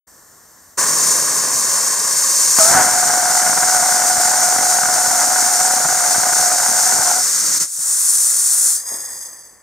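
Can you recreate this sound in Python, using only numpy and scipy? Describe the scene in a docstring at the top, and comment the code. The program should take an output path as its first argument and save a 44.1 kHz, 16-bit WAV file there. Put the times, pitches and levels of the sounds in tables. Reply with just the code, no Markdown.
"""A small rocket engine outdoors: its chamber howls on one rough note under a hissing jet.
First gas seeps, then the valve opens and a flame sputters at the nozzle until it pops into the chamber.
The flame goes out, the feed falters, a last rush of gas blows through and the emptying pipe rings as it fades.
Jet, roar and rumble are shaped noise, ringing parts are noise in narrow resonances, the howl is a
modulated sine with an overtone, and the pops are noise puffs and pressure pulses."""
import sys
import numpy as np
from scipy.fft import rfft, irfft, next_fast_len
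from scipy.io import wavfile
from scipy.ndimage import uniform_filter1d, map_coordinates

SR = 44100
rng = np.random.default_rng(int(sys.argv[2]) if len(sys.argv) > 2 else 0)


def master_out(mix):
    """Clip the mix to full scale and print it as 16-bit PCM to the path in sys.argv[1]."""
    frames = np.transpose(np.atleast_2d(mix))
    ceiling = np.clip(frames, -1, 1)
    pcm = np.round(ceiling * 32767).astype(np.int16)
    wavfile.write(sys.argv[1], SR, pcm)


N = 424241

SEEP_ON, VALVE_OPEN, IGNITION, FLAME_OUT, FEED_GAP, VENTING = 0.073, .778, 2.587, 7.212, 7.67, 8.793  # s


def amp(db):
    """Decibels are 20 times the logarithm of an amplitude ratio."""
    return 10 ** (np.asarray(db) / 20)


def unit(x):
    """Normalization to an rms of 1."""
    return x / np.sqrt(np.mean(x ** 2) + 1e-20)


def clock():
    """The time of each sample in seconds."""
    return np.arange(N) / SR


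def since(start):
    """Elapsed time in seconds, 0 before start."""
    return np.maximum(clock() - start, 0)


def after(start, rise):
    """A linear transition from 0 to 1 centred on start."""
    return np.clip((clock() - start) / rise + .5, 0, 1)


def swell(s, rise, fall):
    """A two-sided Gaussian envelope of height 1 at time s."""
    t = clock() - s
    return np.exp(-(t / np.where(t < 0, rise, fall)) ** 2)


def puff(start, life):
    """An impulsive onset with exponential decay."""
    return after(start, life / 4) * np.exp(-np.clip((clock() - start) / life, 0, 50))


def push(start, length):
    """One pressure pulse and its opposite rebound."""
    u = np.clip((clock() - start) / length, 0, 50)
    return u * (2 - u) * np.exp(-u)


def along(points, hz):
    """Interpolation of (f/Hz, value) points on a logarithmic frequency axis."""
    f, v = np.transpose(points)
    return np.interp(np.log(hz + 1), np.log(f), v)


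def curves(rows):
    """Linear interpolation in time of each column after t/s."""
    s, *columns = np.transpose(rows)
    return [np.interp(clock(), s, column) for column in columns]


def blend(a, b, share):
    """Equal-power crossfade from noise a to noise b."""
    return np.sqrt(1 - share) * a + np.sqrt(share) * b


def wobble(rate):
    """A smooth random modulation with rate knots a second."""
    return map_coordinates(rng.standard_normal(N // 16), [clock() * rate], mode="wrap")


def narrow(pair, side_db):
    """Mid-side width control: less side draws the sound towards the centre."""
    mid = pair.mean(axis=0)
    return mid + amp(side_db) * (pair - mid)


def noise(gain):
    """Spectral filtering of white noise to rms 1, with a left-right correlation set by frequency."""
    # left-right correlation of the noise: f/Hz, correlation
    alike = [(60, 0.38), (250, 0.73), (640, 0.89), (1400, 0.98), (2300, 1), (3300, 1), (5000, 0.85),
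             (8000, 0.76), (15000, 0.52)]
    size = next_fast_len(N + 8192)
    hz = np.fft.rfftfreq(size, 1 / SR)
    turn = np.arccos(np.clip(along(alike, hz), -1, 1)) / 2
    spectra = rfft(rng.standard_normal((2, size))) * gain(hz)
    mid, side = irfft(spectra * [np.cos(turn), np.sin(turn)], size)[:, :N]
    return unit(np.array([mid + side, mid - side]))


def rush(spectrum, ripple_db=0, spacing_hz=540):
    """Turbulent noise; evenly spaced tube resonances ripple its spectrum, less so in the top treble."""
    low_end, high_end = (spectrum[0][0] / 2, -80), (spectrum[-1][0] * 2, -80)
    closed = [low_end, *spectrum, high_end]

    def gain(hz):
        ripple = ripple_db * np.cos(2 * np.pi * hz / spacing_hz)
        return amp(along(closed, hz) + ripple * np.interp(hz, [6500, 11000], [1, .45]))

    return noise(gain)


def whistles(modes):
    """Resonance: noise is concentrated at narrow modes, with deep valleys between them."""
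    def gain(hz):
        total = 0
        for centre, width, db in modes:
            detuning = (hz * hz - centre * centre) / (1.34 * hz * width + 1e-9)
            total = total + amp(db) / (1 + detuning ** 2)
        return total

    return noise(gain)


def staged(levels):
    """Linear transitions through five levels: pilot, burning, flame out, last rush, venting."""
    changes = [after(IGNITION - .01, 0.05), after(FLAME_OUT - .02, .08),
               after(FEED_GAP, 0.044), after(VENTING, .1)]
    level = levels[0]
    for following, change in zip(levels[1:], changes):
        level = level + (following - level) * change
    return level


def choking():
    """Flow loss: the level falls and recovers as the feed chokes, in dB."""
    # the feed chokes and recovers: t/s, depth/dB, fall/s, recovery/s
    chokes = [(7.31, 2.5, 0.01, 0.015), (7.59, 8, .007, .009), (7.68, 14, 0.031, 0.14),
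              (8.835, 9, 0.077, 0.042)]
    return sum(depth_db * swell(s, fall, recovery) for s, depth_db, fall, recovery in chokes)


def flaring():
    """Unsteady combustion: the dB that flares add to roar, rumble and howl."""
    # the flame flares up: t/s, half length/s, roar/dB, rumble/dB, howl/dB
    flares = [(.795, 0.08, 4, -1, 0), (2.605, .03, 0, -1, 5), (2.775, 0.079, 8.5, 12, 4.5),
              (5.857, 0.012, 2.5, 9, 1), (6.426, 0.15, .5, -1.5, 2), (6.97, 0.039, 1, 5, -1),
              (7.1, .02, 0.5, 0, 2)]
    return sum(np.outer(gains_db, swell(s, half, half)) for s, half, *gains_db in flares)


def seep():
    """Flow noise: gas whistles thinly through the nearly closed valve."""
    # spectrum of the seeping gas: f/Hz, relative level per Hz/dB
    hiss_spectrum = [(24, -45), (40, -11), (91, -3), (108, -7), (235, -7), (1600, -8.5), (1770, -6),
                     (2450, -25.5), (3470, -24.5), (5860, -7.5), (7340, -5.5), (9180, -13), (10900, -22),
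                     (13300, -9), (15500, -22)]
    # whistling resonances: f/Hz, nominal width/Hz, relative level/dB
    whistle_modes = [(1080, 150, 2), (6030, 200, -2), (7480, 180, -8), (8980, 170, 6), (11500, 260, -5),
                     (13200, 220, -2)]
    gas = amp(-47.5) * rush(hiss_spectrum) + amp(-54.5) * whistles(whistle_modes)
    return gas * after(SEEP_ON, 0.01) * (1 - after(VALVE_OPEN, .1))


def flow():
    """Jet level follows the gas flow: set in each stage, kicked by ignition, dying with the pipe's pressure."""
    # flow before the flame jumps into the chamber: t/s, hiss level/dB
    pilot_flow = [(.79, -15), (.86, -17), (1.05, -14.5), (1.3, -16.5), (2.0, -17), (2.56, -12.5)]
    kick_db, kick_s = 4.8, .22  # ignition drives the jet harder for a moment
    empty_s, empty_power = 0.98, 1.92  # pressure loss time; the hiss follows a power of the pressure left
    pilot_db, = curves(pilot_flow)
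    burn_db = -15 + kick_db * swell(IGNITION, kick_s, kick_s)
    flame_out_db, last_rush_db = -15.5, -14
    pressure = np.maximum(1 - since(VENTING) / empty_s, .01)
    vent_db = -23 + empty_power * 20 * np.log10(pressure)
    return staged([pilot_db, burn_db, flame_out_db, last_rush_db, vent_db]) - choking()


def jet():
    """Jet turbulence: a rippled hiss turns smooth while burning, then cold, and at last rings in the pipe."""
    # jet of pilot and burning stages: f/Hz, relative level per Hz/dB
    jet_spectrum = [(2000, -19.5), (3100, -27.5), (4000, -17), (5200, -6), (6200, -1), (6950, 0.5),
                    (7750, -5), (8800, -1), (9400, -4.5), (10350, -16), (12800, -14), (14300, -18.5),
                    (15700, -26)]
    # unlit jet: f/Hz, relative level per Hz/dB
    cold_spectrum = [(2000, -27), (3000, -32), (4500, -16), (6000, -5), (7000, -0.5), (8300, -2),
                     (8900, 2.5), (9600, 0.5), (10200, -11), (11200, -12.5), (12200, -13), (14100, -14.5),
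                     (15700, -23)]
    # resonances of the feed pipe before the pitch ratio: f/Hz, nominal width/Hz, relative level/dB
    pipe_modes = [(3500, 200, -23), (4980, 140, -3), (5500, 250, -14), (6510, 125, 4.5), (7140, 270, -10),
                  (8130, 180, 2), (9600, 230, -1.5), (11280, 350, -8.5), (12800, 500, -13),
                  (14400, 800, -17)]
    vent_ratio, vent_jump, cooling_per_s = 1.01, .035, .065

    pilot = narrow(rush(jet_spectrum, ripple_db=2.5, spacing_hz=536), side_db=-1.5)
    cold = narrow(rush(cold_spectrum, ripple_db=1.0, spacing_hz=875), side_db=0.0)
    burning = narrow(rush(jet_spectrum), side_db=1.6)
    hiss = blend(pilot, burning, after(IGNITION, 0.054))
    hiss = blend(hiss, cold, after(FEED_GAP, 0.085))

    # the pitch jumps as the pipe vents, then sinks as the expanding gas cools
    ratio = vent_ratio - vent_jump * (1 - after(VENTING + 0.042, .1)) - cooling_per_s * since(VENTING)
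    position = np.cumsum(ratio)  # samples into the ringing noise
    ringing = whistles(pipe_modes)
    pipe = np.array([map_coordinates(side, [position], order=5, mode="wrap") for side in ringing])
    vented = (pipe + amp(-8.5) * cold) * amp(0.93 * wobble(60))
    hiss = blend(hiss, vented, after(VENTING, 0.087))

    flutter_db = 0.6 * wobble(12) + 0.5 * wobble(50) + 0.58 * wobble(300)
    return hiss * amp(flow() + flutter_db)


def chugging():
    """Low-frequency combustion instability: uneven surges a few dozen times a second."""
    spectrum = [(2, -15), (12, -5.0), (28, -1.0), (50, -3.0), (85, -7.0),
                (160, -15.0), (400, -38), (900, -100)]
    return noise(lambda hz: amp(along(spectrum, hz)))[0]


def turbulence():
    """Stage-dependent turbulence levels: roar and rumble drift in dB; flares add, chokes take away."""
    # each stage from its start: roar/dB, roar fade/(dB/s), rumble/dB, rumble fade/(dB/s); negative fade grows
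    stages = { "pilot": (-26.5, 2, -34, 7.5), "burning": (-23, .5, -39.5, 0.63),
              "flame out": (-32.5, 3.5, -47, -12), "last rush": (-39.5, 0.4, -56.5, 2),
              "venting": (-39, 23, -53, 14), }
    starts = [VALVE_OPEN, IGNITION, FLAME_OUT, FEED_GAP, VENTING]
    levels = []
    for start, (roar_db, roar_fade, rumble_db, rumble_fade) in zip(starts, stages.values()):
        elapsed = since(start)
        levels.append(np.array([roar_db - roar_fade * elapsed, rumble_db - rumble_fade * elapsed]))
    return staged(levels) + flaring()[:2] - choking()


def plume(surge):
    """Combustion noise: roar and low rumble swell with each surge, and cold gas noise follows the flame."""
    # roar of pilot flame, lit chamber and unlit gas: f/Hz, relative level per Hz/dB
    pilot_roar = [(300, -20.5), (520, -7.5), (790, -13), (1080, 0.5), (1350, -12.5), (1560, -5.5),
                  (1800, -7.5), (2100, -16), (2400, -21.5), (3500, -26.5)]
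    chamber_roar = [(300, -31), (520, -8.5), (850, 1), (1100, -5.5), (1480, 0.5), (1850, -8), (2080, -8),
                    (2500, -22), (3500, -23.5)]
    cold_roar = [(300, -21), (520, -3.5), (750, -7.5), (1150, 1), (1550, 1.5), (2000, -3), (2450, -24.5),
                 (3500, -16)]
    # low resonances of the venting pipe: f/Hz, nominal width/Hz, relative level/dB
    pipe_low = [(540, 220, -2), (1020, 340, -2.3), (1835, 205, 2)]
    # rumble of pilot flame, lit chamber and unlit gas: f/Hz, relative level per Hz/dB
    pilot_rumble = [(30, -32), (60, -25), (100, -9), (170, 2), (270, -3), (420, 0), (700, -6), (1500, -40)]
    lit_rumble = [(20, -28), (50, -14.5), (100, -4), (170, 0), (300, 0.5), (450, -1.5), (700, -10.5),
                  (1500, -42)]
    cold_rumble = [(20, -3), (60, 0.5), (150, -0.5), (400, -2), (700, -10), (1500, -40)]

    roar_db, rumble_db = turbulence()
    lit = after(IGNITION, .01)
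    pilot = narrow(rush(pilot_roar), side_db=-17)
    roar = blend(pilot, amp(-.5) * narrow(rush(chamber_roar), side_db=3.5), lit)
    roar = blend(roar, narrow(rush(cold_roar), side_db=-21), after(FLAME_OUT, .02))
    roar = blend(roar, amp(2.0) * whistles(pipe_low), after(VENTING, .07))
    roar = roar * amp(roar_db + 2.35 * surge + 0.48 * wobble(14))

    rumble = blend(rush(pilot_rumble), rush(lit_rumble), lit)
    rumble = blend(rumble, rush(cold_rumble), after(FEED_GAP, .04))
    rumble = rumble * amp(rumble_db + 2.8 * surge + 1.1 * wobble(14))
    # the flame's rumble leans to the right; that of the cold gas is nearer the centre
    right_db = 3.5 - 2.0 * after(FEED_GAP, .08)
    return roar + rumble * amp([-right_db, right_db])


def pops():
    """Impulsive combustion: each hiccup of flame or feed is a low puff; ignition adds a sharp bang."""
    # uneven combustion and hiccups of the feed: t/s, relative thump level/dB
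    hiccups = [(2.588, -27), (2.712, -26), (2.75, -28), (3.3, -33), (3.53, -32), (3.82, -30), (4.18, -31),
               (4.41, -32), (5.078, -32), (5.852, -27), (6.182, -25), (6.4, -35), (6.94, -31), (6.995, -30),
               (7.79, -39)]
    thumps = sum(amp(db) * puff(s, life=0.0094) for s, db in hiccups)
    pushes = sum(amp(db + 9) * push(s, length=.0009) for s, db in hiccups)
    thud = rush([(25, -17), (70, -8), (140, 7.5), (260, -7), (600, -14)])
    low = (thud * thumps * amp(-1.5) + pushes) * amp([[-4], [2]])  # louder on the right

    crack = rush([(600, 2), (2000, -7), (3100, -24), (6500, -4), (9000, -4), (15000, -16)])
    # the charge in the chamber goes off as one pressure pulse and its rebound
    u = np.clip((clock() - IGNITION) / 0.00038, 0, 50)
    bang = (u > 0) * (u - 1) * np.exp(-u)
    return low + amp(-6) * crack * puff(IGNITION, life=0.0048) + amp(1.0) * uniform_filter1d(bang, size=12)


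def chamber(surge):
    """Thermoacoustic resonance: the flame drives the first mode; strong swings add an overtone."""
    # overtone: relative level/dB, dB per unit of surge, dB per dB of flare
    overtone_db, per_surge_db, per_flare = (-11, 1.5, .7)
    # the note rises as the gas heats, overshoots, then settles
    cold_hz, note_hz, warm_at, warm_s = 640, 727.3, 2.69, 0.132  # Hz, Hz, middle of the rise s, its length s
    overshoot_hz, overshoot_at, settle_s = 19.94, 2.77, 0.1197
    surge_hz = 5.6  # lift of the note per unit of surge
    howl_db, hold_s, sag_db_per_s = -20, 2.3, 2  # the howl holds, then weakens

    pitch_hz = cold_hz + (note_hz - cold_hz) * after(warm_at, warm_s)
    pitch_hz = pitch_hz + overshoot_hz * swell(overshoot_at, .025, settle_s) + surge_hz * surge
    roughness = 1 + 0.00705 * wobble(45) + 0.024 * wobble(300)
    phase = 2 * np.pi * np.cumsum(pitch_hz * roughness) / SR

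    flare_db = flaring()[2]
    level_db = howl_db - sag_db_per_s * since(IGNITION + hold_s) + flare_db + 0.65 * wobble(12)
    # the amplitude saturates in strong surges and briefly collapses between them
    swing = unit(np.tanh(amp(5.4 * surge + 2.0 * wobble(70) - .5)))
    overtone_gain = amp(overtone_db + per_surge_db * surge + per_flare * flare_db)
    overtone = overtone_gain * swing ** 2 * np.sin(2 * phase + 0.55 * wobble(200))
    return (swing * np.sin(phase) + overtone) * amp(level_db)


def last_rush():
    """Aeroacoustic whistling: cold gas excites resonances at the nozzle's lip as it blows through."""
    # shrill swells, before flutter: t/s, level/dB, rise/s, fall/s
    shrill = [(8.12, -24.5, .13, 0.16), (8.64, -23.5, .17, 0.091)]
    # resonances of the nozzle: f/Hz, nominal width/Hz, relative level/dB
    nozzle_modes = [(9500, 460, -3), (10600, 600, 3), (11300, 700, -3), (14100, 400, -9)]
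    strength = sum(amp(db) * swell(s, rise, fall) for s, db, rise, fall in shrill)
    return whistles(nozzle_modes) * strength * amp(0.88 * wobble(40))


def vent_puff():
    """Pressure release: a soft, hollow cough as the pipe lets go of its gas."""
    cough = rush([(120, -13), (330, 3), (600, 0), (1000, -8)])
    return amp(-36) * cough * puff(8.916, life=.04)


def scene():
    """Superposition of the sources; one surge signal modulates both plume and howl."""
    burning = after(IGNITION + 0.012, 0.0072) * (1 - after(FLAME_OUT, .008))
    # chugging sets in fully once the chamber is up to pressure
    surge = chugging() * (0.34 + 0.64 * after(2.96, 0.27) * burning)
    engine = (jet() + plume(surge)) * after(VALVE_OPEN, 0.012)
    return seep() + engine + burning * chamber(surge) + last_rush() + pops() + vent_puff()


def record(dry):
    """Two-microphone reception: soft limiting, then phase and level differences and a band limit."""
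    # phase by which the left microphone leads: f/Hz, phase/rad
    lead = [(60, 0), (260, 0.73), (730, 0.45), (1100, 0.28), (1550, 0), (4000, 0), (4820, 1), (6030, 0.06),
            (6980, 0.5), (8350, 0.17), (10500, 0)]
    # colouring by the two microphone ports: f/Hz, left over right/dB
    port_balance = [(150, -2), (700, .5), (1400, 0.1), (3500, -1), (4300, -3), (5400, 2), (6500, -1),
                    (7500, 2.7), (9000, 2), (11500, 0), (13800, 4), (15500, 2)]
    top_hz = 15700
    size = next_fast_len(N + 8192)
    hz = np.fft.rfftfreq(size, 1 / SR)
    sides = np.array([[.5], [-.5]])  # each side takes half of the difference
    ports = np.exp(1j * along(lead, hz) * sides) * amp(along(port_balance, hz) * sides)
    held = dry / (1 + np.abs(dry) ** 6) ** (1 / 6)  # soft limit at 1
    return irfft(rfft(held, size) * ports * (hz < top_hz), size)[:, :N]


dry = scene()
out = record(dry)
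master_out(out)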